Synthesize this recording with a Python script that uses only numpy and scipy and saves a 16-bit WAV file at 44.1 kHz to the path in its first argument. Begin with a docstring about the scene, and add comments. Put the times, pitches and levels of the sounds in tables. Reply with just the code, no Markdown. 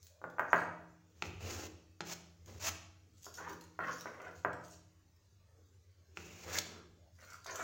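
"""A putty knife scoops wet filler from a tub and spreads it into the gap under a wooden door.
In the tub the blade knocks and scrapes dully while the paste tears and its air pockets crackle.
On the door it lands with a tap, then drags with a gritty hiss that swells until it lifts off;
the steel edge rasps and the panel booms. A bare room rings around it all, over a quiet hiss."""
import sys
import numpy as np
from scipy import signal
from scipy.fft import rfft, irfft
from scipy.io import wavfile
from scipy.ndimage import uniform_filter1d, map_coordinates

SR = 44100
rng = np.random.default_rng(int(sys.argv[2]) if len(sys.argv) > 2 else 0)


def persist_wave(psi):
    """Save psi, clipped to +-1, as 16-bit WAV."""
    counts = np.round(np.clip(psi, -1, 1) * 32767).astype(np.int16)
    wavfile.write(sys.argv[1], SR, np.atleast_2d(counts).T)


N = 336483
TIME = np.arange(N) / SR

# Levels in all tables are relative; each layer adds its own gain.
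# pushes along the door: start_s, length_s, final_grit_db, swell_db, drag_db, boom_db
STROKES = [(1.223, 0.14, -82, -34.5, -63, -42), (1.389, 0.12, -51.5, 6, -45, -37.5),
           (1.478, 0.19, -51, -7, -46, -49.5), (2.034, 0.096, -40.5, 17.5, -74, -67),
           (2.464, 0.12, -66, -7.5, -53, -44), (2.588, 0.1, -30.5, 20, -46.5, -41.5),
           (6.145, 0.298, -59.5, -2.5, -59, -56.5), (6.422, 0.11, -44, 22.5, -40, -43),
           (6.525, 0.063, -34.5, 7.5, -47, -52), (6.63, 0.19, -87, -14, -55, -57)]
# hollow resonances of the tub: pitch_hz, width_hz, level_db
TUB_MODES = [(494, 36, -8), (847, 25.3, -7.5), (1085, 25, -9), (1189, 42, -5), (1434, 81, -0.5),
             (1510, 20, -8), (1836, 20, -6.5)]
# first reflections, at the tub and for paste and door: delay_ms, level_db
TUB_ECHOES = [(3.2, -6), (11.5, -10)]
NEAR_ECHOES = [(1.452, -17), (4.302, -16)]
# tone curves of crackling paste and of grit under steel: frequency_hz, level_db
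CRACKLE_TONE = [(500, -15.5), (2800, -5), (4500, 2.5), (6500, 4.5), (10000, -4), (15000, -6.5)]
GRIT_TONE = [(200, -24), (600, 2), (950, 2.5), (1200, 3), (1500, 2.5), (2000, 1.5), (2600, 2.5),
             (3200, -1.5), (4400, 0), (5500, 3.5), (6700, 6.5), (9000, -4), (15000, -6.5)]


def tub_knocks(level_db, click_db, hardening_per_db, bass_hz):
    """Paste cushions each knock to a dull pulse, shorter and higher when hard; the steel adds a click."""
    # blade hits on the tub: start_s, peak_db, click_re_peak_db, bass_db
    hits = [(0.2157, -43, -23, 1), (0.2405, -29, -32, -1.5), (0.3836, -27, -39, -6.5),
            (0.3949, -16, -28, -8), (0.531, -8, -30, -6.5), (3.266, -39, -34, -2.5),
            (3.403, -40.5, -30, -0.5), (3.7908, -25.5, -30, -4.5), (4.057, -31.5, -36, -0.5),
            (4.4485, -17, -35, -3), (7.46, -39.5, -28, -24), (7.596, -35, -34, -21)]
    # tone curves of the cushioned knock and the steel click: frequency_hz, level_db
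    knock_tone = [(50, -43.5), (100, -14.5), (180, -13), (280, -11), (480, 1), (780, -1), (1500, -2),
                  (2000, -14), (2800, -30.5), (3800, -57), (15000, -54.5)]
    click_tone = [(500, -31.5), (2800, -14.5), (5000, -3), (6700, 2), (10000, -1.5), (15000, 0.5)]
    times, peak_db, bright_db, _ = np.transpose(hits)
    knocks = through(clicks(times, peak_db + bright_db + click_db), pulse(click_tone))
    for start, db, _, bass_db in hits:
        stretch = np.exp(hardening_per_db * (db - peak_db.mean()))
        tone = [(hz * stretch, level + bass_db * (hz < bass_hz)) for hz, level in knock_tone]
        knocks += through(clicks([start], db + level_db), pulse(tone))
    # the wall bends, smearing each pulse over a few cycles without changing its tone
    smeared = knocks - 2 * resonate(knocks, hz=1386, width_hz=1000)
    return reflect(with_body(smeared, TUB_MODES), TUB_ECHOES, wander=0.08)


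def tub_scrapes(level_db, split_hz):
    """The blade judders along the wall of the tub; a deeper scoop sounds fuller."""
    # scoops along the wall: start_s, length_s, level_db, bass_db
    scoops = [(0.537, 0.046, -42.5, -18), (3.371, 0.076, -41, -4), (3.464, 0.056, -41, 0.5),
              (3.789, 0.08, -38, -3), (3.871, 0.042, -35, -7), (4.058, 0.024, -40.5, -5.5),
              (4.13, 0.085, -49, 0), (4.219, 0.078, -46.5, 0), (7.178, 0.039, -57, -8),
              (7.212, 0.03, -50, -12), (7.268, 0.088, -48, -22), (7.454, 0.17, -40, 1)]
    # tone curve of the scrape: frequency_hz, level_db
    scrape_tone = [(80, -26), (280, -13.5), (490, -2.5), (700, -7), (1000, -4.5), (1450, -4.5),
                   (2000, -7.5), (3000, -22), (5000, -37), (15000, -40.5)]
    judder = grains(scrape_tone, per_s=760, spread_db=0, clump_db=2, clump_rate=58)
    low, high = (butterworth(judder, 3, split_hz, kind) for kind in ("low", "high"))
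    scrapes = 0
    for start, length, db, bass_db in scoops:
        envelope = gesture(start, length, attack_s=0.0084, release_s=0.023, brush_db=-34)
        scrapes += from_db(level_db + db) * envelope * (high + from_db(bass_db) * low)
    in_tub = reflect(with_body(scrapes, TUB_MODES), TUB_ECHOES, wander=0.12)
    return mottle(in_tub, depth_db=3.5, per_s=18, width_hz=170)


def wet_paste(crackle_db, squelch_db, snap_db):
    """Paste tears off the blade, crackling harder as it stretches; the largest air pockets snap."""
    # paste tearing away: start_s, length_s, level_db
    tears = [(0.0, 0.083, -62.5), (0.474, 0.14, -58.5), (3.215, 0.055, -56), (3.322, 0.06, -55),
             (3.46, 0.067, -59.5), (3.784, 0.24, -61.5), (4.07, 0.347, -71), (4.628, 0.11, -58),
             (7.171, 0.18, -62), (7.46, 0.2, -54)]
    # large air pockets: start_s, peak_db
    big_pockets = [(0.029, -47), (0.068, -46.5), (0.3, -54.5), (2.46, -50.5), (3.231, -45.5),
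                   (3.244, -42.5), (3.256, -41), (3.341, -41), (3.374, -46), (3.4942, -43.5), (3.53, -47.5),
                   (3.61, -45), (3.639, -52.5), (4.009, -41.5), (4.217, -48.5), (4.5311, -48), (7.303, -46),
                   (7.333, -45), (7.445, -43.5), (7.464, -40), (7.557, -33)]
    # bright resonances of the loaded blade: pitch_hz, width_hz, level_db
    steel_modes = [(4650, 87, -2.5), (6530, 410, -6.5), (11400, 800, -1)]
    shape = dict(attack_s=0.027, release_s=0.014, brush_db=-15, swell_db=1.5)
    tearing = sum(from_db(db) * gesture(start, length, **shape) for start, length, db in tears)
    crackle = grains(CRACKLE_TONE, per_s=950, spread_db=3.5, clump_db=4.5, clump_rate=55)
    pops = squelch(per_s=370, spread_db=5, low_hz=5485, high_hz=15500, width_hz=170)
    times, peak_db = np.transpose(big_pockets)
    snaps = burst(clicks(times, peak_db + snap_db), decay_s=0.0034) * toned_noise(CRACKLE_TONE)
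    paste = tearing * (from_db(crackle_db) * crackle + from_db(squelch_db) * pops) + snaps
    on_blade = reflect(with_body(paste, steel_modes), NEAR_ECHOES, wander=0.091)
    return mottle(on_blade, depth_db=3.5, per_s=25, width_hz=700)


def squelch(per_s, spread_db, low_hz, high_hz, width_hz, pitches=12):
    """Tiny air pockets burst in the paste, each ringing at one of several high pitches; rms 1."""
    out = 0
    for hz in np.geomspace(low_hz, high_hz, pitches):
        waits, sizes = rng.exponential(1, size=(400, 2)).T
        times = np.cumsum(waits) * pitches / per_s
        heard = times < TIME[-1]
        pops = clicks(times[heard], spread_db * np.minimum(sizes[heard], 3))
        out += resonate(pops, hz, width_hz) * low_hz / hz
    return rms_one(out)


def door_taps(level_db, steel_from_hz, crunch_db):
    """The flat blade slaps the wood: broad, quickly damped resonances and a short crunch of grit."""
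    # blade landings: start_s, peak_db, steel_re_peak_db, grit_re_peak_db, thud_re_peak_db
    landings = [(1.2228, -22, -3, -2, -18), (2.0062, -23.5, -24, 4, 1), (6.172, -30, -4.5, 0, 2)]
    # resonances of door and blade: pitch_hz, width_hz, level_db
    tap_modes = [(355.5, 39, 11.5), (814, 56, 6), (1390, 300, 3), (1970, 770, 2), (2620, 340, 11.5),
                 (3400, 1000, -4), (4500, 510, -4)]
    times, peak_db, steel_db, grit_db, thud_db = np.transpose(landings)
    wood = ring(clicks(times, peak_db), [m for m in tap_modes if m[0] < steel_from_hz])
    steel = ring(clicks(times, peak_db + steel_db), [m for m in tap_modes if m[0] >= steel_from_hz])
    thud = resonate(clicks(times, peak_db + thud_db), hz=199.4, width_hz=19.6)
    grit = grains(GRIT_TONE, per_s=20000, spread_db=11, clump_db=1, clump_rate=60)
    envelope = burst(clicks(times, peak_db + grit_db), decay_s=0.0045)
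    crunch = butterworth(envelope * grit, order=2, hz=4470)
    return reflect(from_db(level_db) * (wood + steel + thud) + from_db(crunch_db) * crunch, NEAR_ECHOES)


def door_strokes(drag_db, grit_db):
    """Paste drags on the wood and wakes the panel while its grit hisses under the steel edge."""
    # tone curve of paste dragging on wood: frequency_hz, level_db
    drag_tone = [(60, -17.5), (170, -16.5), (240, -13.5), (345, 3.5), (430, -0.5), (540, -1), (700, -8.5),
                 (1400, -12.5), (3500, -17.5), (15000, -30.5)]
    # resonances of the door panel: pitch_hz, width_hz, level_db
    panel_modes = [(227, 10.3, 13), (1010, 48, -3.5)]
    shape = dict(attack_s=0.021, release_s=0.0054, brush_db=-20)
    speed = pressure = 0
    for start, length, hiss_db, swell_db, push_db, _ in STROKES:
        speed += from_db(hiss_db) * gesture(start, length, swell_db=swell_db, **shape)
        # pressure swells less and eases early, as the blade tilts to lift
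        pressure += from_db(push_db) * gesture(start, 0.88 * length, swell_db=0.39 * swell_db, **shape)
    slips = grains(drag_tone, per_s=3600, spread_db=5, clump_db=3, clump_rate=100)
    drag = rms_one(with_body(slips, panel_modes))
    grit = grains(GRIT_TONE, per_s=8800, spread_db=2, clump_db=1.5, clump_rate=110)
    rubbing = from_db(drag_db) * pressure * drag + from_db(grit_db) * speed * grit
    return reflect(rubbing, NEAR_ECHOES, wander=0.0994)


def edge_rasps(width_hz, sag_per_s, stick_db, stick_rate):
    """Friction shakes a resonance of the steel edge in sticky pulses; it sags as paste loads the blade."""
    # rasping notes: start_s, length_s, pitch_hz, level_db
    rasps = [(1.408, 0.089, 2680, -57), (6.2, 0.26, 2620, -65), (6.5, 0.022, 1476, -49),
             (6.549, 0.026, 1935, -42.5), (6.676, 0.17, 1316, -63.5), (7.463, 0.064, 4670, -56.5),
             (7.542, 0.12, 1415, -51)]
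    friction = butterworth(rng.standard_normal((2, N)), order=2, hz=width_hz / 2)
    shaking = rms_one(friction * from_db(stick_db * drift(stick_rate)))
    out = np.zeros(N)
    for start, length, hz, db in rasps:
        near = np.abs(TIME - start - length / 2) < length / 2 + 0.1
        pitch_hz = hz * np.exp(-sag_per_s * (TIME[near] - start))
        phase = 2 * np.pi * np.cumsum(pitch_hz) / SR
        note = shaking[0, near] * np.cos(phase) + shaking[1, near] * np.sin(phase)
        envelope = gesture(start, length, attack_s=0.0062, release_s=0.0043, brush_db=-13)
        out[near] += from_db(db) * envelope[near] * note
    return out


def lift_offs(level_db, decay_s):
    """The bent blade springs off the wood with a last spit of grit."""
    # the blade flicking free: start_s, level_db
    flicks = [(2.133, -37), (2.684, -35.5), (6.586, -21)]
    times, flick_db = np.transpose(flicks)
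    return burst(clicks(times, flick_db + level_db), decay_s) * toned_noise(CRACKLE_TONE)


def door_boom(level_db, rest_db, waver_db, hz, width_hz):
    """The panel's lowest mode hums faintly and unevenly throughout and booms under each push."""
    hum = narrow_band(rng.standard_normal(N), hz, width_hz)
    running_rms = np.sqrt(np.abs(uniform_filter1d(hum ** 2, size=6000)) + 1e-20)
    shape = dict(attack_s=0.063, release_s=0.1, brush_db=-19.5)
    pushes = [from_db(db) * gesture(start, length, **shape) for start, length, *_, db in STROKES]
    resting = from_db(rest_db + waver_db * drift(4.5))
    return (resting + from_db(level_db) * np.max(pushes, axis=0)) * hum / running_rms


def bare_room(build_s, modes_db, first_per_s, crowding_s, bands=11):
    """Impulse response: early reflections crowd into a dense tail over a few low standing waves."""
    # reverb tail by band: frequency_hz, t60_s, level_db
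    decay_curve = [(97, 1.2, 11), (275.3, 0.65, 10), (726, 0.68, 1.5), (1470, 0.53, 0), (2840, 0.68, 0),
                   (6700, 0.55, -2.5), (14500, 0.29, 1)]
    # standing waves: pitch_hz, t60_s, level_db
    room_modes = [(125, 1.1, -3), (170.8, 1.36, 1.5), (315.6, 1.4, -13.5)]
    t = TIME[:2 * SR]
    density = np.clip(first_per_s * (1 + (t / crowding_s) ** 2) / SR, 1e-4, 1)
    arrivals = rng.standard_normal(len(t)) * (rng.random(len(t)) < density) / np.sqrt(density)
    edges_hz = np.geomspace(70, 17000, bands + 1)
    tail = 0
    for low, high in zip(edges_hz, edges_hz[1:]):
        # filtering both ways keeps the bands aligned in time
        backward = butterworth(arrivals[::-1], 2, [low, high], "band")
        band = butterworth(backward[::-1], 2, [low, high], "band")
        t60, db = (at_hz(np.array(decay_curve)[:, [0, k]], np.sqrt(low * high)) for k in (1, 2))
        tail += from_db(db) * band * from_db(-60 * t / t60)
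    tail *= 1 - np.exp(-t / build_s)
    tail /= np.sqrt(np.sum(tail ** 2))
    for hz, t60, db in room_modes:
        tail += from_db(db + modes_db) * np.sin(2 * np.pi * hz * t) * from_db(-60 * t / t60)
    return tail


def room_tone(hiss_db, width_hz):
    """A quiet, mottled hiss; a faint hollow noise swells now and then, each time at another pitch."""
    # tone curve of the hiss: frequency_hz, level_db
    hiss_tone = [(20, -2), (55, 7.5), (130, 7.5), (230, 2), (450, 2.5), (750, -10.5), (1200, -6),
                 (2800, -11.5), (4500, -10.5), (6300, -7.5), (15000, -18)]
    # hollow swells: start_s, length_s, pitch_hz, level_db
    hollows = [(0.082, 0.16, 600, -71), (5.456, 0.16, 460, -69), (6.063, 0.12, 378, -69),
               (6.959, 0.13, 614, -73)]
    bed = from_db(hiss_db) * toned_noise(hiss_tone)
    noise = rng.standard_normal(N)
    for start, length, hz, db in hollows:
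        envelope = gesture(start, length, attack_s=0.017, release_s=0.031, brush_db=-22)
        bed += from_db(db) * envelope * rms_one(narrow_band(noise, hz, width_hz))
    return mottle(bed, depth_db=4, per_s=12, width_hz=100)


def gesture(start, length, attack_s, release_s, brush_db, swell_db=0):
    """Envelope of one movement: it brushes, bites, swells or fades to gain 1 at its end and dies away."""
    brush_s, ease_share = 0.072, 0.085  # a longer movement sets in more slowly, by this share of it
    coarse = TIME[::64]
    t = coarse - start
    brush = from_db(brush_db) * np.exp(np.clip(t / brush_s, -20, 0))
    bite = np.clip(t / (attack_s + ease_share * length), 0, 1)
    swell = from_db(swell_db * (np.clip(t / length, 0, 1) - 1))
    release = np.exp(-np.clip((t - length) / release_s, 0, 20))
    return np.interp(TIME, coarse, np.maximum(bite, brush) * swell * release)


def grains(tone, per_s, spread_db, clump_db, clump_rate):
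    """Friction texture: tiny slips of uneven size that come in clumps; rms 1."""
    sizes = from_db(spread_db * np.minimum(rng.exponential(1, N), 4)) * rng.choice([-1, 1], N)
    slips = sizes * (rng.random(N) < per_s / SR) * from_db(clump_db * drift(clump_rate))
    return rms_one(through(slips, pulse(tone)))


def reflect(x, echoes, wander=0, wander_rate=8):
    """Near reflections comb the spectrum; with wander, the comb slides as the hand moves."""
    out = x
    for ms, db in echoes:
        delay_s = ms / 1000 * np.exp(wander * drift(wander_rate))
        out = out + from_db(db) * map_coordinates(x, [(TIME - delay_s) * SR], order=3)
    return out


def mottle(x, depth_db, per_s, width_hz):
    """Narrow regions of the spectrum swell and fade at random; the mean level stays."""
    hz, times, spectrum = signal.stft(x, SR, nperseg=1024)
    grid = np.meshgrid(hz / width_hz, times * per_s, indexing="ij")
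    patches = rms_one(map_coordinates(rng.standard_normal((256, 256)), grid, order=1, mode="wrap"))
    return signal.istft(spectrum * rms_one(from_db(depth_db * patches)), SR)[1][:N]


def resonate(x, hz, width_hz):
    """A resonance of gain 1 at its centre."""
    r = np.exp(-np.pi * width_hz / SR)
    feedback = [1, -2 * r * np.cos(2 * np.pi * hz / SR), r * r]
    return signal.lfilter(np.array([1, 0, -1]) * (1 - r * r) / 2, feedback, x + 1e-18)


def narrow_band(x, hz, width_hz):
    """The same resonance twice, for steeper skirts."""
    return resonate(resonate(x, hz, width_hz), hz, width_hz)


def ring(x, modes):
    """Parallel resonances of one body, alternating in polarity."""
    return sum((-1) ** k * from_db(db) * resonate(x, hz, width)
               for k, (hz, width, db) in enumerate(modes))


def with_body(x, modes):
    """A contact sound plus the resonances it wakes."""
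    return x + sum(from_db(db) * resonate(x, hz, width) for hz, width, db in modes)


def clicks(times, levels_db):
    """One click for each event."""
    out = np.zeros(N)
    out[np.round(np.asarray(times) * SR).astype(int)] = from_db(levels_db)
    return out


def burst(x, decay_s):
    """Each click opens an envelope that dies away."""
    return signal.lfilter([1], [1, -np.exp(-1 / (decay_s * SR))], x + 1e-18)


def pulse(tone, size=4096):
    """The tightest (minimum-phase) pulse with a given tone curve; peak 1."""
    gains = from_db(at_hz(tone, np.arange(size // 2 + 1) * SR / size))
    cepstrum = irfft(np.log(gains))
    cepstrum[1:size // 2] *= 2
    cepstrum[size // 2 + 1:] = 0
    shape = irfft(np.exp(rfft(cepstrum)))
    return shape / np.abs(shape).max()


def toned_noise(tone):
    """Steady noise with a given tone curve; rms 1."""
    return rms_one(through(rng.standard_normal(N), pulse(tone)))


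def drift(rate):
    """A random wander with `rate` turning points a second; rms 1."""
    knots = rng.standard_normal(int(N / SR * rate) + 2)
    return rms_one(np.interp(TIME * rate, np.arange(len(knots)), knots))


def butterworth(x, order, hz, kind="low"):
    """A smooth low-, high- or band-pass."""
    return signal.sosfilt(signal.butter(order, hz, kind, fs=SR, output="sos"), x)


def through(x, response):
    """Pass a signal through an impulse response."""
    return signal.oaconvolve(x, response)[:N]


def at_hz(curve, hz):
    """Read a curve along a log-frequency axis."""
    knots_hz, values = np.transpose(curve)
    return np.interp(np.log(np.maximum(hz, 1)), np.log(knots_hz), values)


def from_db(db):
    """Decibels to gain."""
    return 10 ** (np.asarray(db) / 20)


def rms_one(x):
    """Scale to rms 1."""
    return x / np.sqrt(np.mean(x ** 2) + 1e-20)


def scene():
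    """Mono mix; the tub stands farther off than the door, so it sends more to the room."""
    knocks = tub_knocks(level_db=1.5, click_db=13.5, hardening_per_db=0.0073, bass_hz=600)
    scrapes = tub_scrapes(level_db=-7.5, split_hz=1100)
    paste = wet_paste(crackle_db=0.5, squelch_db=-5, snap_db=-2)
    taps = door_taps(level_db=19.5, steel_from_hz=1800, crunch_db=-5.5)
    strokes = door_strokes(drag_db=-6, grit_db=0.5)
    strokes += edge_rasps(width_hz=560, sag_per_s=0.23, stick_db=2, stick_rate=55)
    strokes += lift_offs(level_db=-0.5, decay_s=0.0036)
    tub_send = from_db(-4) * knocks + from_db(-6) * scrapes + from_db(-1) * paste
    door_send = from_db(-7) * taps + from_db(-8.5) * strokes
    reverb = sum(through(send, bare_room(build_s=0.0028, modes_db=-38.5, first_per_s=900, crowding_s=0.03))
                 for send in (tub_send, door_send))
    boom = door_boom(level_db=-9.5, rest_db=-66, waver_db=3, hz=87.1, width_hz=18)
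    bed = room_tone(hiss_db=-71.5, width_hz=150)
    return (knocks + scrapes + paste + taps + strokes + reverb + boom + bed)[None]


def record(dry):
    """The microphone has a scooped top octave and a peak above it; the very top is cut."""
    # tone curve of the microphone: frequency_hz, level_db
    microphone_tone = [(20, -8.5), (60, 0), (7000, -2), (8300, -12), (13000, -12), (14800, 0), (16000, 0)]
    cutoff_hz = 16000
    response = pulse(microphone_tone)
    coloured = through(dry[0], response / np.abs(rfft(response)).max())
    return signal.sosfilt(signal.ellip(10, 0.3, 70, cutoff_hz, fs=SR, output="sos"), coloured)[None]


dry = scene()
out = record(dry)
persist_wave(out)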